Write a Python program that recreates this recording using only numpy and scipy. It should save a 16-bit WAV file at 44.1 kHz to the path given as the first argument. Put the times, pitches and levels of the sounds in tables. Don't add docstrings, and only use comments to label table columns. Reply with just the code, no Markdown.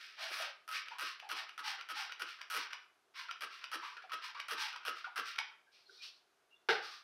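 import sys
import numpy as np
from scipy import signal
from scipy.fft import rfft, irfft
from scipy.io import wavfile

SR = 44100
rng = np.random.default_rng(int(sys.argv[2]) if len(sys.argv) > 2 else 0)


def put_to_file(sound):
    columns = np.atleast_2d(sound).T
    safe = np.clip(columns, -1, 1)
    whole_steps = np.round(safe * 32767)
    wavfile.write(sys.argv[1], SR, whole_steps.astype(np.int16))


N = 310403


def amp(db):
    return 10 ** (np.asarray(db) / 20)


def unit(x):
    return x / np.sqrt(np.mean(x ** 2) + 1e-20)


def curve_at(points, hz):
    point_hz, value = np.transpose(points)
    return np.interp(np.log(hz + 1), np.log(point_hz + 1), value)


def add(mix, start_s, sound):
    at = round(start_s * SR)
    part, sound = mix[max(at, 0):], sound[max(-at, 0):]
    part[:len(sound)] += sound[:len(part)]


def cut(x, hz, kind):
    return signal.sosfilt(signal.butter(4, hz, kind, fs=SR, output="sos"), x)


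def colour(x, eq, size=4096):
    log_gain = np.log(amp(curve_at(eq, abs(np.fft.fftfreq(size, 1 / SR)))))
    taps = np.fft.ifft(np.exp(np.conj(signal.hilbert(log_gain)))).real
    return signal.fftconvolve(x, taps[:size // 2])[:len(x)]


def resonate(x, hz, width_hz, passes=1):
    turn = np.exp(2j * np.pi * np.cumsum(hz * np.ones(len(x))) / SR)
    pole = np.exp(-np.pi * width_hz / SR)
    for _ in range(passes):
        x = 2 * (turn * signal.lfilter([1 - pole], [1, -pole], x / turn)).real
    return x


def ring(modes, t):
    return sum(amp(db - 60 * t / t60) * np.sin(2 * np.pi * hz * t) for hz, db, t60 in modes)


def swell(t, rise_s, fall_s):
    return np.sin(np.pi / 2 * np.clip(t / rise_s, 0, 1)) * np.clip(1 - (t - rise_s) / fall_s, 0, 1)


def sputter(t, per_s, spread_db, share):
    noise, sign = rng.standard_normal((2, len(t)))
    pops = np.sign(sign) * (rng.random(len(t)) < per_s / SR)
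    pops *= amp(spread_db * np.minimum(rng.exponential(1, len(t)), 3))
    return np.sqrt(1 - share) * noise + np.sqrt(share) * unit(pops)


def jet(drive, eq, edge_hz, tilt_db, peak_db, under_db):
    hz = np.fft.rfftfreq(len(drive), 1 / SR)
    edge_db = np.interp(hz / edge_hz, [0.45, 0.72, 1, 1.25], [under_db, under_db * 0.96, peak_db, 0.023])
    octaves = np.log2(np.maximum(hz, 500) / 2000)
    gain = amp(curve_at(eq, hz) + edge_db + tilt_db * octaves)
    return unit(irfft(rfft(drive) * gain, len(drive)))


# freq_hz, gain_db
FLOOR_EQ = [(15, -58), (25, -30), (286, -16), (394, -5.5), (529, -13.5), (729, -5.5), (790, -11),
            (1000, -10.5), (1420, -9.5), (1810, -15), (1960, -15), (6370, -22), (7090, -26.5), (12100, -27),
            (15000, -50)]


def noise_floor():
    return amp(-76.5) * unit(colour(rng.standard_normal(N), FLOOR_EQ))


# freq_hz, t60_s
ROOM_DECAY = [(150, 0.19), (500, 0.32), (1200, 0.44), (3000, 0.39), (5500, 0.33), (6800, 0.17),
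              (14000, 0.1)]
# delay_s, gain
EARLY_ECHOES = [(.0021, 0.4), (.0064, 0.26), (0.0126, -0.11), (0.011, 0.071)]


def kitchen(x, wet_db):
    count = SR * 3 // 4
    reflections = rng.choice([-1., 1.], count) * (rng.random(count) < 4000 / SR)
    hz, t, bands = signal.stft(reflections, SR, nperseg=256)
    decay = amp(-60 * t / curve_at(ROOM_DECAY, hz)[:, None])
    tail = signal.istft(bands * decay, SR, nperseg=256)[1]
    tail[:round(0.004 * SR)] = 0
    tail /= np.linalg.norm(tail)
    for delay_s, gain in EARLY_ECHOES:
        add(tail, delay_s, np.array([gain]))
    wet = signal.fftconvolve(x, tail)[:N]
    return (x + amp(wet_db) * wet) / np.hypot(1, amp(wet_db))


# start_s, length_s, level_db, pitch_hz
SQUEAK_CUES = [(5.659, .045, -65, 1612), (5.733, .08, -76, 2510), (5.853, .03, -66.5, 4200),
               (5.876, 0.08, -60.5, 394), (5.888, 0.021, -55, 1483), (5.975, 0.086, -59, 2450),
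               (6.502, 0.061, -66.5, 2780), (6.544, 0.04, -72, 3500)]


def squeaks():
    out, t = np.zeros(N), np.arange(SR // 8) / SR
    for start_s, length_s, db, hz in SQUEAK_CUES:
        friction = rng.standard_normal(SR // 4)
        note = unit(resonate(friction, hz, width_hz=0.03 * hz + 40, passes=2))[-len(t):]
        fade = np.sin(np.pi * np.minimum(t / length_s, 1)) ** 2
        add(out, start_s, amp(db + 3.5) * note * fade)
    return out


# start_s, length_s, level_db, edge_hz
SWISH_CUES = [(5.712, 0.18, -62.5, 2370), (5.864, 0.42, -59, 3760), (6.012, 0.11, -46.5, 2760),
              (6.808, 0.17, -45.5, 1210), (6.895, 0.14, -48.5, 1140)]
# freq_hz, gain_db
SWISH_EQ = [(200, -55), (1200, 15.5), (2000, 5), (3000, 1.5), (4500, 2), (6000, -5.5), (8000, -15),
            (15000, -20)]


def swishes():
    out, t = np.zeros(N), np.arange(SR // 3) / SR
    for start_s, length_s, db, edge_hz in SWISH_CUES:
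        rub = jet(rng.standard_normal(len(t)), SWISH_EQ, edge_hz, tilt_db=4, peak_db=4.5, under_db=-10)
        add(out, start_s, amp(db) * rub * swell(t, 0.26 * length_s, 0.74 * length_s))
    return out


# freq_hz, gain_db
THUD_EQ = [(50, -42), (100, -19), (250, -11), (420, 13), (560, 0.5), (820, 8.5), (1050, -6.5), (1500, 8.5),
           (1900, -2), (2800, -3.5), (5300, -15), (8000, -24.5), (15000, -26.5)]
# pitch_hz, level_db, t60_s
COUNTER_MODES = [(159, -23.5, 0.41), (183, -20, 0.31), (347.5, -8, 0.38), (427, -2.5, 0.32),
                 (845, -2.5, 0.39), (1210, -18, 0.21), (1420, -11, 0.28), (1415, -4.5, 0.31),
                 (1634, -1.5, 0.21), (1640, -4, 0.17), (2050, -6.5, 0.12)]


def set_down(start_s):
    thud, body, t = np.zeros(N), np.zeros(N), np.arange(SR // 2) / SR
    chatter = unit(colour(sputter(t, per_s=660, spread_db=2.5, share=0.56), THUD_EQ))
    add(thud, start_s, amp(-20.5) * chatter * np.exp(-t / 0.038) * (1 - np.exp(-t / 0.0013)))
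    add(body, start_s, amp(-26) * ring(COUNTER_MODES, t) * (1 - np.exp(-t / 0.0043)))
    return cut(kitchen(thud, wet_db=-8) + body, 110, "high")


# click_s, click_db, slurp_db
RETURN_CUES = [(0.883, -35, -43), (1.1982, -36.5, -64), (1.4916, -37, -48), (1.8095, -34, -40),
               (2.1207, -30.5, -42.5), (2.4136, -32, -47), (2.7306, -29.5, -42), (3.3099, -30.5, -42.5),
               (3.6397, -30, -47), (3.9674, -48, -66), (4.3994, -27, -42), (4.7273, -36, -49),
               (4.7604, -34.5, -41.5), (5.3587, -37.5, -53), (5.386, -20.5, -48)]
# pitch_hz, level_db, t60_s
LEVER_MODES = [(1150, -13, .016), (2150, -7, .007), (2450, 0, .009), (2980, 0, .009), (3600, -8, .006),
               (4700, -7, .006), (5600, -8, .005)]


def trigger():
    out, t = np.zeros(N), np.arange(SR // 20) / SR
    for click_s, db, _ in RETURN_CUES:
        modes = np.array(LEVER_MODES)
        modes[:, 0] *= 1 + 0.035 * rng.standard_normal(len(modes))
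        snap = cut(ring(modes, t), 835, "high")
        crack = cut(rng.standard_normal(len(t)), 1500, "high") * np.exp(-t / 0.0046)
        add(out, click_s + 0.002, amp(db + 4.5) * (snap / abs(snap).max() + amp(-22.5) * crack))
        scuff = unit(colour(sputter(t, per_s=2500, spread_db=10, share=0.13), SPIT_EQ))
        add(out, click_s - 0.004, amp(db - 10.5) * scuff * swell(t, 0.0035, 0.013))
    return out


# start_s, length_s, level_db, pitch_hz
GURGLE_CUES = [(0.304, 0.057, -52.5, 400), (.4, .1, -51, 623), (0.748, 0.046, -41, 1990),
               (0.907, .076, -42.5, 883), (1.225, 0.069, -49.5, 820), (2.408, 0.093, -69, 734),
               (2.736, 0.036, -46, 1006), (3.826, 0.1, -43.5, 1060), (3.967, 0.019, -39.5, 1300),
               (4.022, 0.02, -46, 1340), (4.039, 0.042, -53.5, 710), (4.095, 0.026, -43, 1200),
               (4.346, 0.038, -40.5, 1116), (4.757, .04, -45.5, 915), (4.831, 0.031, -49, 1230),
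               (5.043, 0.024, -39.5, 1188), (5.06, 0.043, -47, 884), (5.39, 0.035, -40.5, 905)]


def refill(slurp_lead_s=0.026, slurp_length_s=0.034, slurp_hz=1301):
    out, t = np.zeros(N), np.arange(SR // 6) / SR
    slurps = [(click_s - slurp_lead_s, slurp_length_s, db, slurp_hz) for click_s, _, db in RETURN_CUES]
    pluck = np.exp(-t / 0.0076) * (1 - np.exp(-t / 0.00084))
    for start_s, length_s, db, hz in slurps + GURGLE_CUES:
        bubbles = np.zeros(len(t))
        gaps, detunes, sizes = rng.standard_normal((20, 3)).T
        onsets = np.cumsum(0.0065 * amp(4 * gaps))
        for onset_s, detune, size in zip(onsets - onsets[0], detunes, sizes):
            cycles = hz * amp(0.9 * detune) * t * (1 + 3 * t)
            add(bubbles, onset_s, amp(6.4 * size) * np.sin(2 * np.pi * cycles) * pluck)
        bubbles = unit(cut(bubbles, hz * 0.69, "high"))
        froth = sputter(t, per_s=810, spread_db=1, share=0.24)
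        fizz = jet(froth, MIST_EQ, hz, tilt_db=-2.5, peak_db=2, under_db=-21.5)
        add(out, start_s, amp(db + 0.5) * (bubbles + amp(-5) * fizz) * swell(t, 0.00073, length_s))
    return out


# pitch_hz, width_hz, gain_db
HEAD_RESONANCES = [(1245, 79, 6), (1405, 45, -9.5), (1542, 70, -2), (2460, 130, -12), (2990, 62, -17.5)]


def pump_head(x, tuning=1):
    return sum(amp(db) * resonate(x, hz * tuning, width) for hz, width, db in HEAD_RESONANCES)


def gulp(t, build_s, floor_hz=199, fall_hz=1064):
    pitch_hz = floor_hz + fall_hz * np.exp(-2 * t / build_s)
    note = resonate(rng.standard_normal(len(t)), pitch_hz, width_hz=220, passes=2)
    envelope = swell(t, build_s * 1.124, 0.026) * np.minimum(t / build_s, 1) ** 0.78
    return unit(cut(note, 235, "high")) * envelope


# start_s, build_s, spit_db, mist_delay_s, mist_length_s, mist_db, edge_hz
STROKE_CUES = [(0.299, 0.065, -52, .003, 0.11, -42.5, 1157), (0.356, 0.07, -45.5, 0.0034, 0.18, -42.5, 614),
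               (.678, .058, -46.5, 0.027, 0.15, -42, 1155), (0.984, 0.05, -40, .022, 0.17, -44.5, 1150),
               (1.29, 0.04, -39, 0.042, 0.14, -44, 734), (1.578, 0.025, -42.5, 0.045, .17, -41, 802),
               (1.888, 0.033, -41, 0.045, 0.18, -42, 800), (2.196, 0.032, -40, 0.043, 0.17, -51.5, 1290),
               (2.5, 0.079, -38, 0.031, .17, -43.5, 965), (3.408, 0.037, -39.5, 0.077, .18, -53, 1115),
               (3.716, 0.041, -38, .061, 0.23, -53, 1004), (4.119, 0.025, -39, 0.09, 0.13, -46, 975),
               (4.483, 0.053, -37.5, 0.073, 0.19, -40, 866), (4.851, 0.042, -37.5, 0.087, 0.12, -52, 1210),
               (5.159, 0.04, -37, .075, 0.14, -46.5, 1390)]
# freq_hz, gain_db
SPIT_EQ = [(200, -61), (600, -10), (1000, -14.5), (1250, 4.5), (1580, -2), (1900, -10), (2900, -7.5),
           (3800, -19.5), (5000, -19.5), (8000, -26.5), (11000, -19), (15000, -24)]


def nozzle(usual_build_s=0.037, usual_spit_db=-38):
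    out, head, t = np.zeros(N), np.zeros(N), np.arange(SR // 5) / SR
    for start_s, build_s, spit_db, *_ in STROKE_CUES:
        slowness, force_db = build_s / usual_build_s, spit_db - usual_spit_db
        pressure = amp(-4 * np.maximum(1 - t / build_s, 0))
        pressure *= np.exp(-np.maximum(t - build_s, 0) / 0.0039)
        jitter = unit(cut(rng.standard_normal(len(t)), 60, "low"))
        spurts = np.cumsum(76 * amp(2.5 * jitter)) / SR
        stutter = unit(1 + np.exp(-(spurts % 1) / 0.15))
        drive = sputter(t, per_s=1100, spread_db=6, share=0.54)
        pop = 0.47 / slowness * np.sign(drive) * np.exp(-t / 0.0021)
        flow = drive * pressure * stutter + pop
        spit = colour(flow, SPIT_EQ) / np.std(colour(drive, SPIT_EQ))
        fizz = amp(7 + 5 * np.log2(slowness) - 0.4 * force_db) * cut(spit, 6900, "high")
        add(out, start_s, amp(spit_db + 1.3) * (cut(spit, 7800, "low") + fizz))
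        add(head, start_s, amp(spit_db + 14) * pump_head(flow, tuning=rng.uniform(0.96, 1.05)))
        add(out, start_s, amp(-47.5 + 2.5 * force_db) * gulp(t, build_s))
    return kitchen(out, wet_db=-7) + kitchen(head, wet_db=2)


# start_s, length_s, level_db, edge_hz
PUFF_CUES = [(-.08, 0.32, -54, 1345), (0.165, 0.2, -43, 640), (3.137, 0.16, -48, 1000)]
# freq_hz, gain_db
MIST_EQ = [(150, -19), (500, 13), (1000, 2.5), (1650, 6.5), (1900, 3.5), (2500, 4), (3400, -2), (5000, -6),
           (8000, -16), (15000, -16)]


def mist(usual_edge_hz=1010, usual_db=-48):
    out, t = np.zeros(N), np.arange(SR // 3) / SR
    after_spits = [(start_s + delay_s, *spray) for start_s, _, _, delay_s, *spray in STROKE_CUES]
    for start_s, length_s, db, edge_hz in after_spits + PUFF_CUES:
        pressure = swell(t, 0.37 * length_s, 0.63 * length_s)
        tilt_db = 0.88 + 0.5 * np.log2(edge_hz / usual_edge_hz)
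        droplets = sputter(t, per_s=2500, spread_db=0.5, share=0.59)
        hiss = jet(droplets, MIST_EQ, edge_hz, tilt_db, peak_db=0.5, under_db=-43.5)
        sizzle = amp(3.94 + 0.32 * (db - usual_db)) * pressure ** 0.93
        hiss = cut(hiss, 6050, "low") + sizzle * cut(hiss, 6900, "high")
        drops = sputter(t, per_s=200, spread_db=0.5, share=0.76)
        gurgle_hz = edge_hz * (1.12 - 0.25 * np.minimum(t / length_s, 1))
        gurgle = amp(-10) * unit(resonate(drops, gurgle_hz, width_hz=110, passes=2))
        hollow = amp(-12.5) * unit(pump_head(rng.standard_normal(len(t))))
        flutter_db = 1.1 * unit(cut(rng.standard_normal(len(t)), 88, "low"))
        add(out, start_s, amp(db + 3.5) * (hiss + gurgle + hollow) * pressure * unit(amp(flutter_db)))
    return out


def scene():
    spray = kitchen(mist(), wet_db=-9)
    pump = nozzle() + kitchen(refill(), wet_db=-5) + kitchen(trigger(), wet_db=-5.5)
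    handling = kitchen(swishes() + squeaks(), wet_db=-10) + set_down(start_s=6.687)
    return (spray + pump + handling)[None]


# freq_hz, gain_db
MIC_EQ = [(40, -19.5), (5700, 0.5), (6500, -9.5), (7000, 0), (7600, -8), (14000, -18), (16000, -23.5)]


def record(dry, band_limit_hz=15900):
    x = colour(dry[0], MIC_EQ)
    for notch_hz, q in [(7130, 4.3), (9530, 49)]:
        x = signal.lfilter(*signal.iirnotch(notch_hz, q, SR), x)
    low_pass = signal.firwin(511, band_limit_hz, window=("kaiser", 9), fs=SR)
    return signal.oaconvolve(x + noise_floor(), low_pass, "same")[None]


dry = scene()
out = record(dry)
put_to_file(out)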